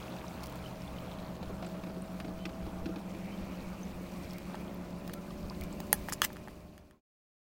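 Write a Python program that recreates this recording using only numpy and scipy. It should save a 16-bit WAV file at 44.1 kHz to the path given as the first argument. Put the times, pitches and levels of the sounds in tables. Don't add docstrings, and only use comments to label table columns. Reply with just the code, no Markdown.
import sys
import numpy as np
from scipy import signal
from scipy.fft import rfft, irfft, next_fast_len
from scipy.io import wavfile
from scipy.ndimage import uniform_filter1d, map_coordinates

SR = 44100
rng = np.random.default_rng(int(sys.argv[2]) if len(sys.argv) > 2 else 0)


def transcribe(u):
    v = np.clip(np.atleast_2d(u).T, -1, 1)
    q = np.round(v * 32767).astype(np.int16)
    wavfile.write(sys.argv[1], SR, q)


N = 330309


def amp(db):
    return 10 ** (np.asarray(db) / 20)


def unit(x):
    return x / np.sqrt(np.mean(x ** 2) + 1e-20)


def curves(rows):
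    times, *columns = np.transpose(rows)
    return [np.interp(np.arange(N) / SR, times, column) for column in columns]


def wobble(rate):
    knots = rng.standard_normal(int(N * rate / SR) + 4)
    return map_coordinates(knots, [np.arange(N) * rate / SR])


def filtered(x, response):
    size = next_fast_len(N + SR // 2)
    return irfft(rfft(x, size) * response(np.fft.rfftfreq(size, 1 / SR)), size)[:N]


def colour(x, eq):
    freq_hz, gain_db = np.transpose(eq)
    return unit(filtered(x, lambda hz: amp(np.interp(np.log(hz + 1), np.log(freq_hz), gain_db))))


def rush(eq, patchy_db):
    spectra = signal.stft(rng.standard_normal(N), nperseg=512)[2]
    patches = uniform_filter1d(rng.standard_normal(spectra.shape), size=5, axis=0)
    patches = unit(uniform_filter1d(patches, size=8, axis=1))
    return colour(signal.istft(spectra * amp(patchy_db * patches), nperseg=512)[1][:N], eq)


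def add(track, start_s, sound):
    part = track[max(round(start_s * SR), 0):][:len(sound)]
    part += sound[:len(part)]


def tone(hz):
    return np.sqrt(2) * np.sin(2 * np.pi * np.cumsum(hz) / SR)


def ring(t, hz, db, t60):
    return amp(db - 60 * t / t60) * np.sin(2 * np.pi * hz * t)


def strike(t, modes, detune):
    return sum((-1) ** k * ring(t, hz * (1 + rng.normal(0, detune)), db, t60)
               for k, (hz, db, t60) in enumerate(modes))


def bubble(t, hz, cycles, rise):
    age = t * hz / cycles
    phase = 2 * np.pi * hz * t * (1 + rise * np.minimum(age, 2) / 2)
    return np.sin(phase) * amp(-60 * age) * (1 - np.exp(-t * hz))


def bubbles(count, low_hz, high_hz, cycles, spread_db):
    when, pitch, size = rng.random((count, 3)).T[:, :, None]
    i = np.arange(SR // 80)
    hz = low_hz * (high_hz / low_hz) ** pitch
    waves = amp(-spread_db * np.log(size + .05)) * bubble(i / SR, hz, cycles, rise=0.16)
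    positions = (when * N).astype(int) + i
    return unit(np.bincount(positions.ravel(), waves.ravel(), N)[:N])


# start_s, length_s, pitch_hz, level_db, arch_ratio
BIRD_NOTES = [(2.373, 0.11, 3060, -61, 0.0034), (3.305, 0.064, 3090, -60, 0),
              (5.145, 0.059, 1284, -55.5, .06)]


def bird(glide=0.031):
    notes = np.zeros(N)
    for start_s, length_s, hz, db, arch in BIRD_NOTES:
        progress = np.linspace(0, 1, round(length_s * SR))
        swell = np.sin(np.pi * progress)
        add(notes, start_s, amp(db) * swell * tone(hz * (1 + glide * (progress - .5) + arch * swell)))
    return notes


# time_s, level_db
BREEZE_LEVEL = [(0, -54), (1.4, -49.5), (2.1, -53.5), (3.3, -51), (4.8, -51.5), (6, -48)]
# centre_s, peak_db
PUFFS = [(1.48, -46), (2.35, -49), (2.66, -40.5), (2.81, -41.5), (3.22, -49), (3.4, -47.5), (3.65, -48),
         (3.96, -46), (5.44, -45), (5.63, -45.5), (6.02, -46)]
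# freq_hz, gain_db
BREEZE_EQ = [(12, -9), (28, -9.5), (48, -4), (66, 1), (100, -6), (150, -7), (220, -17), (400, -59.5)]
PUFF_EQ = [(12, -2), (30, 1), (60, 0), (100, -6.5), (200, -21.5), (400, -54.5)]


def wind(unrest_db=1.56, puff_half_s=0.053):
    t = np.arange(N) / SR
    puffs = sum(amp(db) * np.exp(-((t - centre_s) / puff_half_s) ** 2) for centre_s, db in PUFFS)
    breeze = amp(curves(BREEZE_LEVEL)[0] + unrest_db * wobble(8))
    rumble = breeze * colour(rng.standard_normal(N), BREEZE_EQ)
    return rumble + puffs * colour(rng.standard_normal(N), PUFF_EQ)


# time_s, wash_db, wake_db, fizz_db
WATER_FADERS = [(0.0, -51, -61, -62.5), (0.83, -54.5, -61, -63.5), (1.12, -51.5, -62, -64.5),
                (1.43, -53.5, -63.5, -66.5), (1.99, -55, -63, -65.5), (3.05, -55.5, -62, -66.5),
                (3.17, -55, -60, -65), (3.5, -54, -60, -64.5), (3.96, -57, -61, -64.5),
                (4.22, -54.5, -60.5, -62.5), (4.74, -55.5, -61, -66), (5.16, -58, -62, -66),
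                (5.85, -57, -61, -63.5)]
# freq_hz, gain_db
HULL_EQ = [(90, -41.5), (170, 3), (260, 3.5), (325, 0.5), (410, -3), (560, -4), (800, -10.5), (1500, -58)]
WASH_EQ = [(250, -28.5), (500, -1), (750, -1.5), (1100, -2), (1400, -6), (1800, -12.5), (2500, -21.5),
           (3400, -20), (6000, -45)]
WAKE_EQ = [(1200, -25), (1800, 0), (2100, 2), (2400, 5), (2900, -3), (3400, -12.5), (4500, -11.5),
           (5500, -14.5), (6800, -14), (9000, -39)]
FIZZ_EQ = [(1500, -12.5), (2500, 1), (3300, -6), (4400, -2), (5600, -4.5), (8000, -6.5), (12000, -9),
           (15800, -4.5)]


def water(churn_db=-49.5, wash_trim_db=1.6, trickle_db=-69.5, trickle_swing=2.4,
          wake_trim_db=-2, wake_swing=2.8, fizz_trim_db=4.5, shimmer_db=.9):
    wash_db, wake_db, fizz_db = curves(WATER_FADERS)
    churn = amp(churn_db) * rush(HULL_EQ, patchy_db=1.25)
    gurgle = colour(bubbles(count=3000, low_hz=508, high_hz=1750, cycles=18, spread_db=4), WASH_EQ)
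    wash = amp(wash_db + wash_trim_db) * unit(rush(WASH_EQ, patchy_db=2.0) + .5 * gurgle)
    trickle = bubbles(count=3000, low_hz=2140, high_hz=4250, cycles=18, spread_db=6)
    trickle *= amp(trickle_db + trickle_swing * (wash_db - wash_db.mean()))
    wake = rush(WAKE_EQ, patchy_db=2.5)
    wake *= amp(wake_db.mean() + wake_trim_db + wake_swing * (wake_db - wake_db.mean()))
    spray = colour(bubbles(count=7000, low_hz=3000, high_hz=14000, cycles=8, spread_db=6), FIZZ_EQ)
    fizz_gain = amp(fizz_db + fizz_trim_db + shimmer_db * wobble(40))
    fizz = fizz_gain * unit(rush(FIZZ_EQ, patchy_db=1.6) + .5 * spray)
    return churn + wash + trickle + wake + fizz


# start_s, level_db, pitch_hz, life_cycles
DROP_CUES = [(.026, -41, 3230, 47), (0.243, -28.5, 1060, 12), (.282, -32, 5600, 19), (.64, -40, 3050, 28),
             (.66, -39.5, 3010, 85), (0.82, -39, 5230, 33), (0.8778, -42, 3420, 62),
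             (.9847, -37.5, 3000, 34), (1.495, -37, 479, 25), (1.633, -36, 690, 24),
             (1.665, -38.5, 7700, 48), (1.668, -41, 1290, 30), (1.97, -28.5, 358, 16.5),
             (2.022, -38.5, 9000, 52), (2.915, -51, 1370, 260), (3.832, -44, 6140, 190),
             (4.309, -34, 5200, 27), (4.68, -38, 3200, 18), (4.745, -40.5, 14000, 60),
             (5.306, -37.5, 1130, 22), (5.309, -32, 3120, 8.6), (5.4992, -25, 4800, 15),
             (5.507, -37.5, 990, 54), (5.519, -43, 1200, 28), (5.523, -44, 1450, 28),
             (5.62, -33.5, 2200, 27), (5.728, -34, 7550, 30)]


def drops():
    plinks = np.zeros(N)
    t = np.arange(SR // 5) / SR
    for start_s, db, hz, cycles in DROP_CUES:
        add(plinks, start_s, amp(db) * bubble(t, hz, cycles, rise=0.12))
    return plinks


# start_s, splash_db, thump_db, slosh_db, fitting_db
SLAP_CUES = [(1.427, -33, -43, -39, -55), (1.495, -43, -42, -41, -60), (1.625, -33, -42, -42, -55),
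             (1.645, -35, -47, -43, -60), (1.666, -36, -46, -46, -60), (1.746, -44, -42, -44, -60),
             (1.79, -46, -46, -44, -60), (1.835, -35.5, -41, -41, -55), (1.866, -39, -39, -40.5, -60),
             (1.9, -46, -44, -44, -60), (2.201, -33, -48, -45.5, -48), (2.246, -36, -35, -44, -50),
             (2.278, -41, -36.5, -52, -60), (2.453, -24.5, -33, -43, -40), (2.492, -38, -35.5, -48, -55),
             (2.665, -39, -35, -45, -52), (2.766, -46, -39, -52, -60), (2.857, -29, -28.5, -52, -35),
             (2.887, -48, -30.5, -50, -43), (2.959, -34, -35, -43.5, -44), (3.146, -40, -33, -54, -60)]
# pitch_hz, gain_db, t60_s
THUMP_MODES = [(272, -5, .08), (328, 0, .09)]
# freq_hz, gain_db
SPLASH_EQ = [(200, -15.5), (700, -5), (1400, 0), (1900, -7.5), (2450, -1.5), (3000, -7.5), (3600, -7),
             (5000, -10), (8000, -25), (15000, -33.5)]
SLOSH_EQ = [(120, -8), (300, 1), (480, 3), (800, -6), (1300, -8.5), (3000, -34)]


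def slaps(splash_t60=.045, slosh_t60=0.086, surge_t60=0.16, splash_trim_db=-9, surge_trim_db=-17,
          attack_s=.0014, thump_attack_s=.004):
    splash, slosh, surge, body = np.zeros((4, N))
    t = np.arange(SR // 5) / SR
    onset = 1 - np.exp(-t / attack_s)
    hull_onset = 1 - np.exp(-t / thump_attack_s)
    for start_s, splash_db, thump_db, slosh_db, fitting_db in SLAP_CUES:
        add(splash, start_s, amp(splash_db + splash_trim_db - 60 * t / splash_t60) * onset)
        add(slosh, start_s, amp(slosh_db - 60 * t / slosh_t60) * onset)
        add(surge, start_s, amp(thump_db + surge_trim_db - 60 * t / surge_t60) * onset)
        thump = amp(thump_db) * strike(t, THUMP_MODES, detune=0.032)
        fitting = ring(t, hz=2500, db=fitting_db, t60=0.016)
        add(body, start_s, hull_onset * thump + onset * fitting)
    swirl = rush(SLOSH_EQ, patchy_db=5.5)
    slosh *= unit(swirl + bubbles(count=1500, low_hz=334, high_hz=864, cycles=14, spread_db=4))
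    splash *= rush(SPLASH_EQ, patchy_db=1.0)
    surge *= rush(HULL_EQ, patchy_db=4)
    return body + splash + slosh + surge


def boat_echoes(x, t60=0.06, build_s=.008):
    t = np.arange(SR // 6) / SR
    tail = rng.standard_normal(len(t)) * amp(-60 * t / t60) * (1 - np.exp(-(t / build_s) ** 2))
    return signal.fftconvolve(x, tail / np.linalg.norm(tail))[:N]


# start_s, strength_db, place (0 rim to 1 face), tilt_db_per_octave
KNOCK_CUES = [(2.2015, -30, 0.86, -2.5), (4.5443, -28.5, 0.34, -17), (4.554, -34.5, 0.89, -1),
              (5.096, -29, 0.65, -5.5), (5.138, -33, 0.35, -1), (5.802, -34, 0.003, -9),
              (5.929, -9.5, 0.099, 1), (6.086, -18.5, 0.35, -6.5), (6.1228, -18.5, 0.6, -7.5),
              (6.2184, -8, 0.97, 1), (6.2485, -22, 0.5, -4.5), (6.303, -28.5, 0.44, -10.5),
              (6.359, -33.5, 0.77, -9.5), (6.368, -28, 0.48, -3.5), (6.475, -27, 0.22, -9.5),
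              (6.483, -27, 0.37, -4.5), (6.779, -31, 0.7, 1), (6.91, -27, .5, -2)]
# pitch_hz, gain_db, t60_s
PLASTIC_MODES = [(477, -20.5, 0.02), (850, -9.5, 0.02), (1222, -1.5, 0.01), (1680, -4, 0.012),
                 (1690, -19, .08), (1820, -7, 0.015), (2900, -11, 0.022), (3260, -9, 0.016),
                 (3384, -23, 0.066), (4231, -25.5, 0.045), (5100, -7.5, 0.0036), (6100, -29, .07),
                 (6480, -9, 0.0064), (8040, -27, .04), (8300, -10.5, 0.0037), (9400, -3, 0.0045),
                 (9960, -29, .06), (10090, -5.5, 0.0048), (11850, -1.5, 0.0046), (12400, -8.5, 0.0039),
                 (15000, -11, .003)]
# freq_hz, rim_db, face_db
SPOT_EQ = [(486, -7.5, -4), (850, 1.5, -22), (1217, -16, -2), (1600, -14, -2.5), (1853, -1.5, -7),
           (3263, -16.5, 0), (5160, -5.5, -1.5), (8300, -10, -3), (9590, 4.5, -18)]


def gear_knocks(crack_trim_db=-15, crack_t60=0.012, crack_hz=8000, pivot_hz=1500, shelf_hz=850):
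    hits = np.zeros(N)
    t = np.arange(SR // 16) / SR
    eq_hz, rim_db, face_db = np.transpose(SPOT_EQ)
    mode_hz, mode_db, mode_t60 = np.transpose(PLASTIC_MODES)
    octaves = np.log2(np.maximum(mode_hz, shelf_hz) / pivot_hz)
    for start_s, strength_db, place, tilt in KNOCK_CUES:
        spot_db = np.interp(mode_hz, eq_hz, rim_db + place * (face_db - rim_db))
        levels_db = strength_db + mode_db + spot_db + tilt * octaves
        body = strike(t, zip(mode_hz, levels_db, mode_t60), detune=.005)
        crack_db = strength_db + tilt * np.log2(crack_hz / pivot_hz) + crack_trim_db
        crack = amp(crack_db - 60 * t / crack_t60) * rng.standard_normal(len(t))
        add(hits, start_s, body + crack)
    return hits


# start_s, level_db
TICK_CUES = [(.4338, -34.5), (0.4383, -32), (.459, -35), (0.469, -36), (0.498, -40.5), (.524, -38),
             (0.557, -38.5), (4.3333, -37.5), (4.3832, -34.5), (5.0774, -33.5), (5.135, -31.5),
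             (5.138, -33), (5.611, -32), (5.6369, -32.5), (5.803, -28.5), (6.33, -35.5)]
PING_CUES = [(6.1235, -31.5), (6.1359, -27.5)]
# start_s, length_s, from_db, to_db, brightness (0 to 1)
SCRAPE_CUES = [(5.96, 0.072, -63.5, -66, 0.4), (6.09, 0.011, -40, -44, 0.2),
               (6.1233, 0.015, -37, -30, 0.95), (6.225, 0.025, -39, -22.5, 0.15),
               (6.249, 0.013, -29, -42, 0.1)]
# time_s, level_db
RUSTLE_LEVEL = [(5.8, -89), (5.9, -62), (6.0, -60.5), (6.1, -54), (6.17, -66.5), (6.3, -89)]
# freq_hz, gain_db
TICK_EQ = [(1000, -8.5), (4000, 4), (8000, -3), (12500, -6), (15000, 5.5)]
HEAVY_EQ = [(400, -15), (1100, -1.5), (1500, -8), (2000, 5.5), (2500, -3.5), (3100, 0), (4000, -7.5),
            (8400, -6.5), (10800, -14), (13500, -3.5), (15300, -4)]
LIGHT_EQ = [(800, -18.5), (2000, -7), (4300, -15.5), (5050, 4.5), (5700, -6), (6600, -3), (7500, 0),
            (8500, -8.5), (10200, -2.5), (12000, -10), (15300, -6.5)]


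def gear_handling(tick_trim_db=-4, tick_t60=0.013):
    ticks, pings, heavy, light = np.zeros((4, N))
    t = np.arange(SR // 16) / SR
    for start_s, db in TICK_CUES:
        add(ticks, start_s, amp(db + tick_trim_db - 60 * t / tick_t60))
    for start_s, db in PING_CUES:
        add(pings, start_s, ring(t, hz=5070, db=db, t60=0.0097))
    for start_s, length_s, from_db, to_db, brightness in SCRAPE_CUES:
        stroke = amp(np.linspace(from_db, to_db, round(length_s * SR)))
        add(heavy, start_s, stroke * np.sqrt(1 - brightness))
        add(light, start_s, stroke * np.sqrt(brightness))
    grip = unit(amp(2.2 * wobble(990)))
    rustle = grip * amp(curves(RUSTLE_LEVEL)[0])
    crackle = (ticks + rustle) * colour(rng.standard_normal(N), TICK_EQ)
    scrapes = grip * (heavy * rush(HEAVY_EQ, patchy_db=1.0) + light * rush(LIGHT_EQ, patchy_db=3))
    return pings + crackle + scrapes


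# time_s, rotation_hz
SHAFT_SPEED = [(0, 63), (1.4, 64), (2.9, 65.6), (3.9, 68.6), (5.4, 72.7), (7, 76.2)]
WHINE_SPEEDS = [63.4, 65.3, 68.6, 72.7]
# multiple, then level_db at each of those speeds
WHINE_HARMONICS = [(1, -70, -66, -66, -68), (2, -53.5, -61, -63, -61.5), (3, -60.5, -57.5, -57.5, -56.5),
                   (4, -70, -66, -62, -57), (5, -64, -62, -59, -56.5), (8, -70, -66, -65, -57),
                   (9, -67, -68, -62, -65), (10, -56, -53.5, -72, -73), (12, -74, -65, -73, -73),
                   (14, -76, -77, -76, -66)]
# time_s, pitch_hz, beat_hz
HUM_TUNING = [(0, 174.5, 7), (.8, 175, 7), (1.1, 173.2, 9), (1.85, 174.3, 9.4), (2, 177.8, 6.4),
              (4.7, 177.8, 6.43), (4.9, 175.5, 6.45), (5.2, 170.5, 9), (5.7, 169, 7.7), (7, 172, 5)]
# time_s, main_db, twin_relative_db, steady_db
HUM_FADERS = [(0, -54.5, -4, -55), (.8, -51.5, -4, -54), (1.8, -47.2, -1, -51.5), (2.7, -49, 0, -54),
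              (3.3, -47.7, -1, -52), (4.5, -49.3, -1, -58), (5.3, -49, -2.5, -51.5), (5.8, -51, -5, -50.5),
              (6.5, -54, -9, -53)]


def motor(jitter_hz=.07, flutter_db=1.0, steady_hz=199.6, drift_db=1.35, waver_hz=.4):
    rotation_hz, = curves(SHAFT_SPEED)
    jittery_hz = rotation_hz + jitter_hz * wobble(25)
    whine = np.zeros(N)
    for multiple, *levels_db in WHINE_HARMONICS:
        level_db = np.interp(rotation_hz, WHINE_SPEEDS, levels_db) + flutter_db * wobble(7)
        whine += amp(level_db) * tone(multiple * jittery_hz)
    pitch_hz, beat_hz = curves(HUM_TUNING)
    main_db, twin_db, steady_db = curves(HUM_FADERS)
    throb = amp(main_db) * (tone(pitch_hz) + amp(twin_db) * tone(pitch_hz + beat_hz))
    steady = amp(steady_db + drift_db * wobble(1.4)) * tone(steady_hz + waver_hz * wobble(3.3))
    return whine + throb + steady


def scene(echo_db=-17):
    gear = gear_knocks() + gear_handling()
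    mix = motor() + wind() + water() + slaps() + drops() + bird() + gear
    return (mix + amp(echo_db) * boat_echoes(gear))[None]


# time_s, gain
MASTER_FADE = [(6, 1), (6.95, .09), (7.01, 0)]


def record(dry, top_hz=15900):
    return (filtered(dry[0], lambda hz: hz < top_hz) * curves(MASTER_FADE)[0])[None]


dry = scene()
out = record(dry)
transcribe(out)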